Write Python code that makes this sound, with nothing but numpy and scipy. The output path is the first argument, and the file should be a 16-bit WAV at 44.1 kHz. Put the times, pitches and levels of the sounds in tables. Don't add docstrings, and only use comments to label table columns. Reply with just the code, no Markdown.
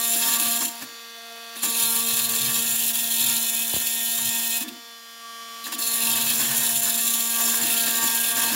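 import sys
import numpy as np
from scipy import signal
from scipy.fft import rfft, irfft
from scipy.io import wavfile
from scipy.ndimage import uniform_filter1d

SR = 44100
rng = np.random.default_rng(int(sys.argv[2]) if len(sys.argv) > 2 else 0)


def unload_wav(signal):
    wavfile.write(
        sys.argv[1],
        SR,
        np.round(np.clip(np.atleast_2d(signal).T, -1, 1) * 32767).astype(np.int16),
    )


N = 377055

# full contact start_s, end_s
CUTS = [(-.1, 0.648), (1.632, 4.57), (5.79, 8.7)]
ENTER_S, LEAVE_S, LINGER_S = 0.017, 0.1, 0.2
# start_s, rasp_db, clang_db (re rasp)
FEED = [(0, -22.5, -11.5), (.14, -21.5, -10.5), (.33, -21, -7), (.45, -21.5, -9), (.64, -24.5, -8.5),
        (1.64, -23.5, -8.5), (1.72, -26, -7.5), (1.8, -19.5, -6.5), (1.9, -21, -11), (2.02, -22.5, -7),
        (2.2, -21, -8.5), (2.45, -22.5, -7.5), (2.9, -21.5, -11), (3.05, -24.5, -9.5), (3.21, -20.5, -8),
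        (3.5, -23.5, -9.5), (3.85, -24.5, -9), (4.2, -23.5, -10), (4.55, -23.5, -9.5), (5.8, -25, -9.5),
        (5.97, -23, -11), (6.14, -22, -6), (6.4, -21.5, -8.5), (6.78, -21.5, -11.5), (7.05, -21.5, -9.5),
        (7.3, -23, -10), (7.45, -20.5, -10), (7.9, -21.5, -8), (8.24, -21, -10), (8.55, -24.5, -5.5)]
FEED_WAVER_DB, CLANG_WAVER_DB = 0.5, 1
# start_s, rasp_loss_db (a negative loss reverses both)
SLIPS = [(.24, 1.5), (.385, 7), (.6, 3), (2.28, 6.5), (2.33, 4), (2.38, 2), (2.52, 4.5), (2.928, 7),
         (3.64, 1), (4.5, 2.5), (6.11, -1), (6.25, 3.5), (6.29, 3.5), (6.97, 3), (7.29, 3.5), (7.379, 0),
         (7.61, 4), (7.85, 1), (7.935, 4), (6.81, 2), (7.26, 1.5), (7.999, 6), (8.341, 6), (8.41, 3)]
SLIP_S, REBITE_S, REBITE_SHARE, CLANG_SLIP_SHARE = 0.025, 0.12, 0.17, 1.14
# start_s, length_s, rasp_db, clang_db
BRUSHES = [(0.683, 0.0072, -35, -39), (.71, 0.11, -41.5, -46), (.822, .012, -42, -42),
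           (1.567, 0.057, -37.5, -37.5), (4.609, 0.029, -31, -38.5), (4.684, 0.0067, -38, -36),
           (4.716, 0.0085, -59, -53), (5.642, 0.028, -35, -35), (5.722, 0.032, -32, -35)]
BRUSH_RISE_S, BRUSH_FALL_S = 0.009, 0.011
# start_s, favoured_pitch_hz (pipe), blows_db (re pipe rasp),
# whine_db (re low blade rasp), middle_modes_db
SEAT = [(0, 4100, 4, 2, -2), (.16, 3540, -8, -14, 2), (.3, 3260, -26, -7, -1.5), (.45, 3460, 4, -9, -1),
        (.62, 3880, -8, 0, 0), (1.65, 3600, -18, -21, 2), (1.92, 4080, 4, -4, 1), (2.15, 3770, -6, -15, -1),
        (2.6, 3400, -6, -21, -0.5), (2.85, 3320, 0.5, -4, -2), (3.05, 3370, -4.5, -8.5, -2.5),
        (3.3, 3500, -5, -19, 0.5), (3.55, 3330, 3, 3, -0.5), (3.8, 3340, -2.5, -9, -1.5),
        (4.05, 3370, 5, 8, -0.5), (4.22, 3300, -3, -12, -1), (4.55, 3500, 1.5, 5, -3),
        (5.75, 3700, -22, -36, -1.5), (5.95, 3750, 1, 0, 3), (6.14, 3400, -11, -22, -1),
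        (6.4, 3200, -13, -18, -1.5), (6.7, 3200, -6, 0, -.5), (6.95, 3430, -7, -20, 0),
        (7.2, 3700, -6, -5, 0), (7.5, 3270, -11, -12, -1), (7.75, 3280, -12, -19, 0),
        (8.05, 3300, -8, -9, -4), (8.24, 3400, -1.5, -16, 0), (8.4, 3360, -8, -6, 0),
        (8.55, 3500, -13, -9, 1)]
# start_s, level_db
LOW_RING = [(0, -5), (.15, -1.5), (.42, -5), (.62, 0), (.85, -3), (1.6, -1.5), (1.95, -3.5), (2.3, -5),
            (2.55, -4), (2.85, -4.5), (3.3, -4), (4.55, -2.5), (5.7, -1), (6, -5), (6.3, -2.5), (6.9, -4),
            (7.2, -1), (7.65, -4.5), (8, -3.5), (8.55, -2.5)]
LOW_WAVER_DB = 1.2
# pitch_hz, width_hz (one filter pass), level_db
BLADE = [(5370, 130, -8), (5770, 110, -11), (6230, 150, -10), (6690, 150, -8), (6920, 110, -7),
         (7150, 100, -2), (7290, 190, 0), (8950, 450, -9), (9860, 200, -3), (10250, 350, -4),
         (10850, 220, -3), (11080, 280, -1), (11380, 280, -4), (12200, 250, -9), (12800, 300, -7),
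         (13330, 500, -2), (14530, 300, -2), (15080, 420, -3), (15600, 260, -6)]
# pitch_hz, density_db (per Hz)
RASP_BED = [(1900, -32), (2400, -20), (4500, -19.5), (6000, -8), (7600, -5), (11000, -3.5), (15800, -2.5)]
RASP_BED_DB = 1.75
# pitch_hz, width_hz (one filter pass), level_db
PIPE = [(2340, 84, -6), (2591, 60, 2), (2713, 138, -1), (2857, 330, -8), (3214, 113, 1.5), (3399, 110, 0.5),
        (3490, 100, -6.5), (3638, 58, 4), (3894, 204, 0), (4160, 80, 2), (4310, 69, -7), (4353, 156, -1.5),
        (4604, 180, -4.5), (4810, 74, -8), (5120, 60, -0.5)]
# multiple (of the swing rate), level_db
HAMMER_ORDERS = [(1, -8), (2, -18), (3, -13), (4, -12), (5, -26.5), (6, -22), (7, -13), (8, -9), (9, -17),
                 (10, -8.5), (11, 0.5), (12, -6), (13, -2), (14, -4.5), (15, -1.5), (16, 0), (17, -18),
                 (18, 1), (19, -20), (20, -15), (21, -7), (22, -28), (23, -3.5), (24, -2.5), (25, -25),
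                 (26, -2), (27, -18), (28, -8), (29, -10), (30, 3), (31, 0.5), (32, 5), (33, -16), (34, -6)]
# start_s, swing_rate_hz
SWING = [(0, 231.5), (.3, 231.5), (.72, 233.4), (.95, 232.1), (1.25, 231.1), (1.65, 231), (1.8, 230),
         (2.4, 230.5), (3.2, 230.9), (3.45, 230), (3.6, 230), (3.78, 230.6), (4.65, 230.7), (4.7, 233.4),
         (4.8, 233.2), (5, 231.4), (5.4, 230.7), (6.05, 230), (6.75, 230.7), (7.8, 230.8), (7.95, 229.8),
         (8.1, 229.8), (8.25, 230.7), (8.55, 230.6)]
# start_s, level_db, fan_and_bearings_db (re buzz)
TOOL = [(0, -28, -14), (.8, -43.5, 1.5), (1.1, -42, -4.5), (1.55, -40, -3.5), (2, -42, -12.5),
        (4.6, -42, -4), (4.72, -45.5, 0.5), (4.85, -44, -5), (5, -45, -4), (5.3, -42, -6.5),
        (5.6, -40, -3.5), (6, -33.5, -14), (8.55, -29.5, -12)]
# multiple (of the swing rate), level_db
TOOL_ORDERS = [(1, -10), (2, 0.5), (3, -6.5), (4, -7), (5, 4.5), (6, -1), (7, 2.5), (8, 0), (9, -1),
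               (10, -14), (11, 0.5), (12, -6), (13, 0), (14, -5.5), (15, 4), (16, -2), (17, 0), (18, -6),
               (19, 2), (20, 3), (21, -6), (22, -16), (23, -21), (24, -11), (25, -2.5), (26, -20), (27, -4),
               (28, -14), (29, -16), (30, -8), (31, -12), (32, -22), (33, -7), (34, -27), (35, -15),
               (36, -19), (37, -13), (38, -29), (39, -14), (40, -19), (41, -12), (42, -8), (43, -15),
               (44, -20), (45, -17), (46, -18), (47, -20), (48, -25), (49, -14), (50, -7), (51, -12),
               (52, -22), (53, -22), (54, -23), (55, -20), (56, -9), (57, -15), (58, -20), (59, -21),
               (60, -22)]
# multiple (of the swing rate), level_db
REGRIP_ORDERS = [(1, -11), (2, -2.5), (3, -2), (4, -13), (5, 5.5), (6, -2), (7, 0), (8, 2), (9, -5),
                 (10, -4), (11, -4.5), (12, -8), (13, 3), (14, 2.5), (15, 4.5), (16, -11), (17, -5),
                 (18, -0.5), (19, -5), (20, -6), (21, 1), (22, -2), (23, -4), (24, -3), (25, 0), (26, -40),
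                 (27, -4), (28, -16), (29, -5), (30, -1.5), (31, -26), (32, -4), (33, -10), (34, -25),
                 (35, -30), (36, -6), (37, -9), (38, -17), (39, -22), (40, -15), (41, -27), (42, -15),
                 (43, -9), (44, -6), (45, -8), (46, -17), (47, -17), (48, -21), (49, -7), (50, -14),
                 (51, -8), (52, -7), (53, -27), (54, -26), (55, -18), (56, -20), (57, -6), (58, -6),
                 (59, -19), (60, -19)]
REGRIP_S = 3.2
# pitch_hz, density_db (per Hz)
TOOL_AIR = [(40, -33), (200, -32), (420, -13), (600, -3.5), (1200, -2.5), (1900, -1.5), (3200, 0.5),
            (5000, 0), (9000, -10), (10500, -3), (12300, -16), (13200, 1), (14000, -9), (15200, -5),
            (15800, -6)]
# start_s, throb_db (at the swing rate), grind_db, rattle_db
SHAKE = [(0, -60, -54, -68), (.12, -47, -42, -73), (.3, -48, -32.5, -69), (.47, -40.5, -34.5, -55),
         (.57, -43.5, -45, -69), (1.64, -48.5, -37.5, -62), (1.98, -42, -40.5, -61),
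         (2.2, -44.5, -36.5, -50), (2.57, -41, -36, -44.5), (2.9, -46.5, -43.5, -59),
         (3.02, -44, -40.5, -54), (3.09, -45.5, -43, -61), (3.3, -41, -34.5, -44), (3.47, -46, -43.5, -78),
         (3.9, -49.5, -43.5, -71), (4.12, -47, -51, -66), (4.28, -44.5, -47, -45), (4.4, -45, -40, -77),
         (4.52, -48, -51, -83), (5.9, -56, -40, -70), (6.1, -40, -33, -52), (6.5, -45.5, -32, -47),
         (6.72, -45.5, -34, -50), (6.77, -48, -55, -46), (6.85, -47, -33, -55), (7.07, -45.5, -38, -68),
         (7.33, -47, -45, -81), (7.45, -41, -31.5, -64), (7.74, -46.5, -33.5, -57), (8.17, -47, -34, -65),
         (8.31, -62, -36.5, -58), (8.55, -39.5, -26, -55)]
FLEX_DB, FREE_THROB_DB = -18.5, -17.5
# pitch_hz, density_db (per Hz)
GRIND = [(330, -5.5), (420, -9), (550, -4.5), (900, -2), (1300, -8), (1750, 5), (2000, -5), (2300, -1)]
# pitch_hz, width_hz (one filter pass), level_db
GRIND_RING = [(1073, 250, -5.5), (1521, 35, -7), (1728, 29, 2)]
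# pitch_hz, width_hz (one filter pass), level_db
FLEX = [(250.6, 39, 5.5), (316, 51, 1.5), (293, 63, -4)]
# pitch_hz, width_hz (one filter pass), level_db
RATTLE = [(66, 20, -37), (97, 15, -9.5), (131.4, 18.7, -0.5)]
# multiple (of the swing rate), level_db
LOW_TONES = [(2, -55.5), (3, -49.5), (4, -51), (5, -73.5), (6, -56.5), (7, -52), (8, -51.5), (9, -56.5)]
# start_s, length_s, multiple (of the swing rate), level_db
SPELLS = [(0, 0.066, 5, -45), (0, 0.056, 8, -48), (0.14, 0.071, 3, -42), (0.164, 0.15, 2, -56),
          (.24, 0.1, 4, -42), (0.25, 0.31, 5, -41.5), (.26, 0.33, 7, -54), (0.257, 0.29, 6, -53),
          (0.425, 0.15, 3, -44.5), (1.664, .95, 2, -51.5), (1.666, 0.33, 4, -48), (1.66, 0.92, 5, -44.5),
          (1.813, 0.16, 6, -49), (1.814, 0.12, 7, -52), (2.103, 0.66, 6, -59), (2.45, 1.1, 8, -54.5),
          (2.497, 0.14, 4, -62), (3.248, 0.13, 6, -51), (3.25, .15, 4, -56), (3.837, 0.71, 8, -49),
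          (4.16, 0.6, 3, -57), (4.218, 0.38, 4, -57), (5.813, .4, 5, -45), (5.862, 0.34, 2, -59),
          (5.885, .1, 8, -60), (6.05, 0.18, 4, -45), (6.08, 0.16, 7, -51), (6.077, .12, 3, -55),
          (6.5, 0.28, 4, -53), (6.492, 0.5, 3, -53), (6.52, 0.1, 8, -48), (6.52, 0.24, 7, -60),
          (7.057, 0.34, 5, -46), (7.287, 0.14, 4, -49), (7.326, 0.25, 7, -44.5), (7.398, 0.14, 5, -42.5),
          (7.412, 0.51, 3, -49.5), (7.45, 1, 2, -57), (7.62, .12, 8, -52), (7.62, 0.24, 4, -53),
          (7.727, 0.16, 6, -47), (7.806, .8, 7, -41.5), (7.972, 0.18, 4, -40), (7.954, 0.13, 5, -39.5),
          (7.976, 0.16, 8, -46), (8.343, 0.12, 5, -41.5), (8.343, .14, 3, -51), (8.37, 0.16, 4, -43),
          (8.33, .25, 8, -56), (0, 0.086, 3, -51), (0.624, 0.15, 4, -48), (.66, 0.11, 3, -48),
          (.88, .2, 13, -51.5), (0.902, 0.8, 15, -58), (1.196, 0.37, 3, -52), (2.75, 0.25, 12, -47),
          (3.4, 0.28, 15, -54), (3.8, .35, 15, -55), (4.297, 0.37, 15, -52), (4.675, 0.22, 4, -58.5),
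          (4.743, 0.24, 13, -51), (4.736, .2, 15, -59), (.88, .14, 30, -56), (4.74, .18, 19, -58),
          (4.764, .16, 24, -57), (5.25, 0.55, 5, -47.5), (5.822, 0.11, 19, -40), (5.842, 0.11, 18, -39.5)]
SPELL_EDGE_S, SILENT_DB = 0.055, -120
# start_s, flex_db, grind_db, rattle_db (all before the rise is smoothed)
JOLTS = [(.165, -47.5, -35, -59), (.26, -50, -30, -60), (.33, -55, -43, -68), (.41, -46, -33, -57),
         (0.621, -37, -29, -57), (0.828, -41, -30.5, -51), (1.57, -52, -32, -80), (1.64, -40, -31, -55),
         (1.83, -59, -36, -41), (2.14, -64, -45, -45), (2.45, -53, -55, -59), (2.96, -66, -41, -61),
         (3.24, -47, -40, -58), (3.76, -48, -38, -42), (4.19, -59, -30, -57), (4.62, -37, -27, -56),
         (4.68, -43, -36.5, -70), (4.72, -43, -46, -59), (5.67, -41, -27.5, -70), (5.73, -36.5, -28.5, -65),
         (6.31, -56, -40, -51), (6.41, -39, -31, -51), (6.48, -62, -38, -52), (7.07, -51, -44, -66),
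         (7.4, -49, -28.5, -65), (7.62, -38, -40, -43), (7.88, -44, -27, -64), (8.04, -39, -27, -46),
         (8.38, -39, -26, -60), (8.52, -48, -42, -53)]
JOLT_RISE_S = 0.02
# flex_s, grind_s, rattle_s
JOLT_T60_S = (0.32, 0.16, .2)
# start_s, level_db (before make-up and decay), start_pitch_hz, end_pitch_hz
POPS = [(3.7365, -20.5, 1330, 60), (3.763, -21.5, 1290, 60)]
# pitch_hz, density_db (per Hz)
ROOM_RUMBLE = [(20, 0), (60, 6), (120, -11)]
ROOM_RUMBLE_DB = -76
CUTOFF_HZ = 15790


def amp(db):
    return 10 ** (np.asarray(db) / 20)


def rms_one(x):
    return x / np.sqrt(np.mean(x ** 2) + 1e-20)


def in_time(rows):
    s, *columns = np.transpose(rows)
    return [np.interp(np.arange(N) / SR, s, column) for column in columns]


def ramp(start, end, rise, fall):
    out = np.zeros(N)
    span = np.arange(*np.clip([int((start - rise) * SR), int((end + fall) * SR)], 0, N))
    out[span] = np.interp(span / SR, [start - rise, start, end, end + fall], [0, 1, 1, 0])
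    return out


def drift(rate):
    r = np.exp(-80 * np.pi * rate / SR)
    noise = rng.standard_normal(N // 40 + 2002)
    slow = signal.lfilter([1], [1, -2 * r, r * r], noise)[2000:]
    return np.interp(np.arange(N) / 40, np.arange(len(slow)), rms_one(slow))


def colour(push, spectrum):
    hz = np.arange(1, N // 2 + 2) * SR / N
    at_hz, db = np.transpose(spectrum)
    gain = amp(np.interp(np.log(hz), np.log(at_hz), db, left=db[0] - 17, right=db[-1] - 4.5))
    return rms_one(irfft(rfft(push * rng.standard_normal(N)) * gain, N))


def resonate(push, modes, waver_db, waver_rate):
    out = 0
    noises = push * rng.standard_normal((3, N))
    for k, (hz, width, level_db) in enumerate(modes):
        r = np.exp(-np.pi * width / SR)
        b = [(1 - r * r) / 2, 0, -(1 - r * r) / 2]
        a = [1, -2 * r * np.cos(2 * np.pi * hz / SR), r * r]
        once = signal.lfilter(b, a, noises[k % 3])
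        mode = signal.lfilter(b, a, once)
        out = out + amp(level_db + waver_db * drift(waver_rate)) * mode
    return rms_one(out)


def buzz(turns, orders, waver_db, waver_rate, wobble, favour_db=lambda k: 0):
    tones, power = 0, 0
    for k, level_db in orders:
        gain = amp(level_db + favour_db(k)) * np.ones(N)
        phase = k * turns + rng.random() + wobble * drift(waver_rate)
        tones = tones + gain * amp(waver_db * drift(waver_rate)) * np.sin(2 * np.pi * phase)
        power = power + gain ** 2 / 2
    return tones / np.sqrt(power)


def strokes(turns, forward, both, uneven_db):
    stroke = (2 * turns).astype(int)
    grip = amp(uneven_db * rng.standard_normal(stroke[-1] + 1))[stroke]
    return grip * np.exp(forward * np.cos(2 * np.pi * turns - np.pi / 2) - both * np.cos(4 * np.pi * turns))


def blade_rasp(turns, teeth, middle_db, whine_db):
    low_db = in_time(LOW_RING)[0] + LOW_WAVER_DB * drift(3.8)
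    whine = amp(whine_db) * buzz(turns, HAMMER_ORDERS[21:], 1.9, 30, 0.047)
    low = whine + resonate(teeth, BLADE[:7], 2.4, 8.1)
    low = low / np.sqrt(1 + amp(2 * whine_db))
    middle = resonate(teeth, BLADE[7:13], 0.95, 4.9)
    high = resonate(teeth, BLADE[13:], 0.98, 1.3)
    modes = amp(low_db) * low + amp(middle_db) * middle + amp(-3.0) * high
    bed = amp(RASP_BED_DB - 0.5 * middle_db) * colour(teeth, RASP_BED)
    return rms_one(modes + bed)


def pipe_clang(turns, teeth, favoured_hz, blows_db):
    def near_db(k):
        return 6 * np.exp(-((k * 231 - favoured_hz) / 350) ** 2)

    blows = amp(blows_db) * buzz(turns, HAMMER_ORDERS[9:21], 3.1, 7.5, 0.04, near_db)
    rasp = resonate(teeth ** 1.2, PIPE, 1.9, 4.8)
    return (blows + rasp) / np.sqrt(1 + amp(2 * blows_db))


def cut(turns, rasp_gain, clang_gain):
    favoured_hz, blows_db, whine_db, middle_db = in_time(SEAT)
    teeth = strokes(turns, .36, .42, 2.4) * amp(0.33 * drift(52))
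    rasp = blade_rasp(turns, teeth, middle_db, whine_db)
    clang = pipe_clang(turns, teeth, favoured_hz, blows_db)
    return rasp_gain * rasp + clang_gain * clang


def in_cut():
    return sum(ramp(start, end, ENTER_S, LEAVE_S) ** 2 for start, end in CUTS)


def contact():
    slip_db = 0
    for s, loss_db in SLIPS:
        dip = ramp(s, s, SLIP_S, SLIP_S / 2)
        rebite = REBITE_SHARE * ramp(s + SLIP_S, s + SLIP_S, SLIP_S / 2, REBITE_S)
        slip_db = slip_db + loss_db * (rebite - dip)
    feed_db, pipe_db = in_time(FEED)
    feed_db = feed_db + FEED_WAVER_DB * drift(22)
    clang_db = feed_db + pipe_db + CLANG_SLIP_SHARE * slip_db + CLANG_WAVER_DB * drift(21)
    rasp = in_cut() * amp(feed_db + slip_db)
    clang = in_cut() * amp(clang_db)
    for s, length, rasp_db, brush_clang_db in BRUSHES:
        glance = ramp(s, s + length, BRUSH_RISE_S, BRUSH_FALL_S) ** 2
        rasp = rasp + amp(rasp_db) * glance
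        clang = clang + amp(brush_clang_db) * glance
    return rasp, clang


def tool(turns, touching):
    air = colour(strokes(turns, 0.21, 0.26, 0.75), TOOL_AIR)
    shifted = np.arange(N) > REGRIP_S * SR
    first, later = dict(TOOL_ORDERS), dict(REGRIP_ORDERS)
    drive = buzz(turns, TOOL_ORDERS[1:], 1.5, 2.2, .02, lambda k: shifted * (later[k] - first[k]))
    drive = drive * (1 - .75 * touching)
    level_db, air_db = in_time(TOOL)
    return amp(level_db) * (drive + amp(air_db) * air)


def work(turns, touching):
    throb_db, grind_db, rattle_db = in_time(SHAKE)
    flex_kick, grind_kick, rattle_kick = jolts()
    bearing = in_cut()
    throb = np.sqrt(2) * np.sin(2 * np.pi * turns) * amp(1.4 * drift(62))
    push = strokes(turns, 0.17, 0.47, 1.26) * amp(3.0 * drift(34))
    grind = colour(push, GRIND) + amp(-11.0) * resonate(push, GRIND_RING, 1.2, 0.83)
    flex = resonate(amp(2.2 * drift(32)), FLEX, 2.5, 5.3)
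    rattle = resonate(1, RATTLE, 0.68, 9.8)
    lingering = sum(ramp(start, end, ENTER_S, LINGER_S) ** 2 for start, end in CUTS)
    shaking = np.maximum(touching, lingering) * amp(throb_db + 0.97 * drift(9.0))
    shaking = shaking + amp(in_time(TOOL)[0] + FREE_THROB_DB)
    grind_gain = bearing * amp(grind_db) + grind_kick
    flex_gain = bearing * amp(grind_db + FLEX_DB) + flex_kick
    rattle_gain = bearing * amp(rattle_db + 1.1 * drift(11.0)) + rattle_kick
    return (shaking * throb + low_tones(turns, bearing)
            + grind_gain * grind + flex_gain * flex + rattle_gain * rattle)


def low_tones(turns, bearing):
    out = 0
    steady_db = dict(LOW_TONES)
    spelled = np.round(np.array(SPELLS)[:, 2])
    for k in np.union1d(spelled, np.array(LOW_TONES)[:, 0]):
        gain = bearing * amp(steady_db.get(k, SILENT_DB))
        for (s, length, _, level_db), multiple in zip(SPELLS, spelled):
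            if multiple == k:
                gain = gain + amp(level_db) * ramp(s, s + length, SPELL_EDGE_S, SPELL_EDGE_S)
        out = out + gain * buzz(turns, [(k, 0)], 2.15, 15.5, 0.058)
    return out


def jolts():
    s, *levels_db = np.transpose(JOLTS)
    out, width = [], int(JOLT_RISE_S * SR)
    for level_db, t60 in zip(levels_db, JOLT_T60_S):
        kicks = np.full(N, 1e-18)
        kicks[np.clip(s * SR - width / 2, 0, N - 1).astype(int)] = amp(level_db)
        dying = signal.lfilter([1], [1, -amp(-60 / (t60 * SR))], kicks)
        out.append(uniform_filter1d(dying, size=width))
    return out


def pops():
    out, t = np.zeros(N), np.arange(int(.06 * SR)) / SR
    for s, level_db, start_hz, end_hz in POPS:
        hz = end_hz + (start_hz - end_hz) * np.exp(-t / 0.0024)
        decay = 0.5 * np.exp(-t / 0.0045) + 0.17 * np.exp(-t / 0.01)
        shape = (1 - np.exp(-t / 0.0016)) * decay
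        at = round(s * SR)
        out[at:at + len(t)] += amp(level_db + 5.5) * shape * np.sin(2 * np.pi * np.cumsum(hz) / SR)
    return out


def room():
    return amp(ROOM_RUMBLE_DB) * colour(1, ROOM_RUMBLE)


def scene():
    turns = np.cumsum(in_time(SWING)[0]) / SR
    rasp_gain, clang_gain = contact()
    touching = np.clip(rasp_gain / amp(-31), 0, 1)
    saw = cut(turns, rasp_gain, clang_gain) + tool(turns, touching)
    mono = saw + work(turns, touching) + pops() + room()
    return np.tile(mono, (2, 1))


def record(dry):
    rounded = .34 * np.tanh(dry / .34)
    lean = signal.sosfilt(signal.butter(2, 45, "high", fs=SR, output="sos"), rounded)
    return signal.sosfilt(signal.ellip(16, .5, 80, CUTOFF_HZ, fs=SR, output="sos"), lean)


dry = scene()
out = record(dry)
unload_wav(out)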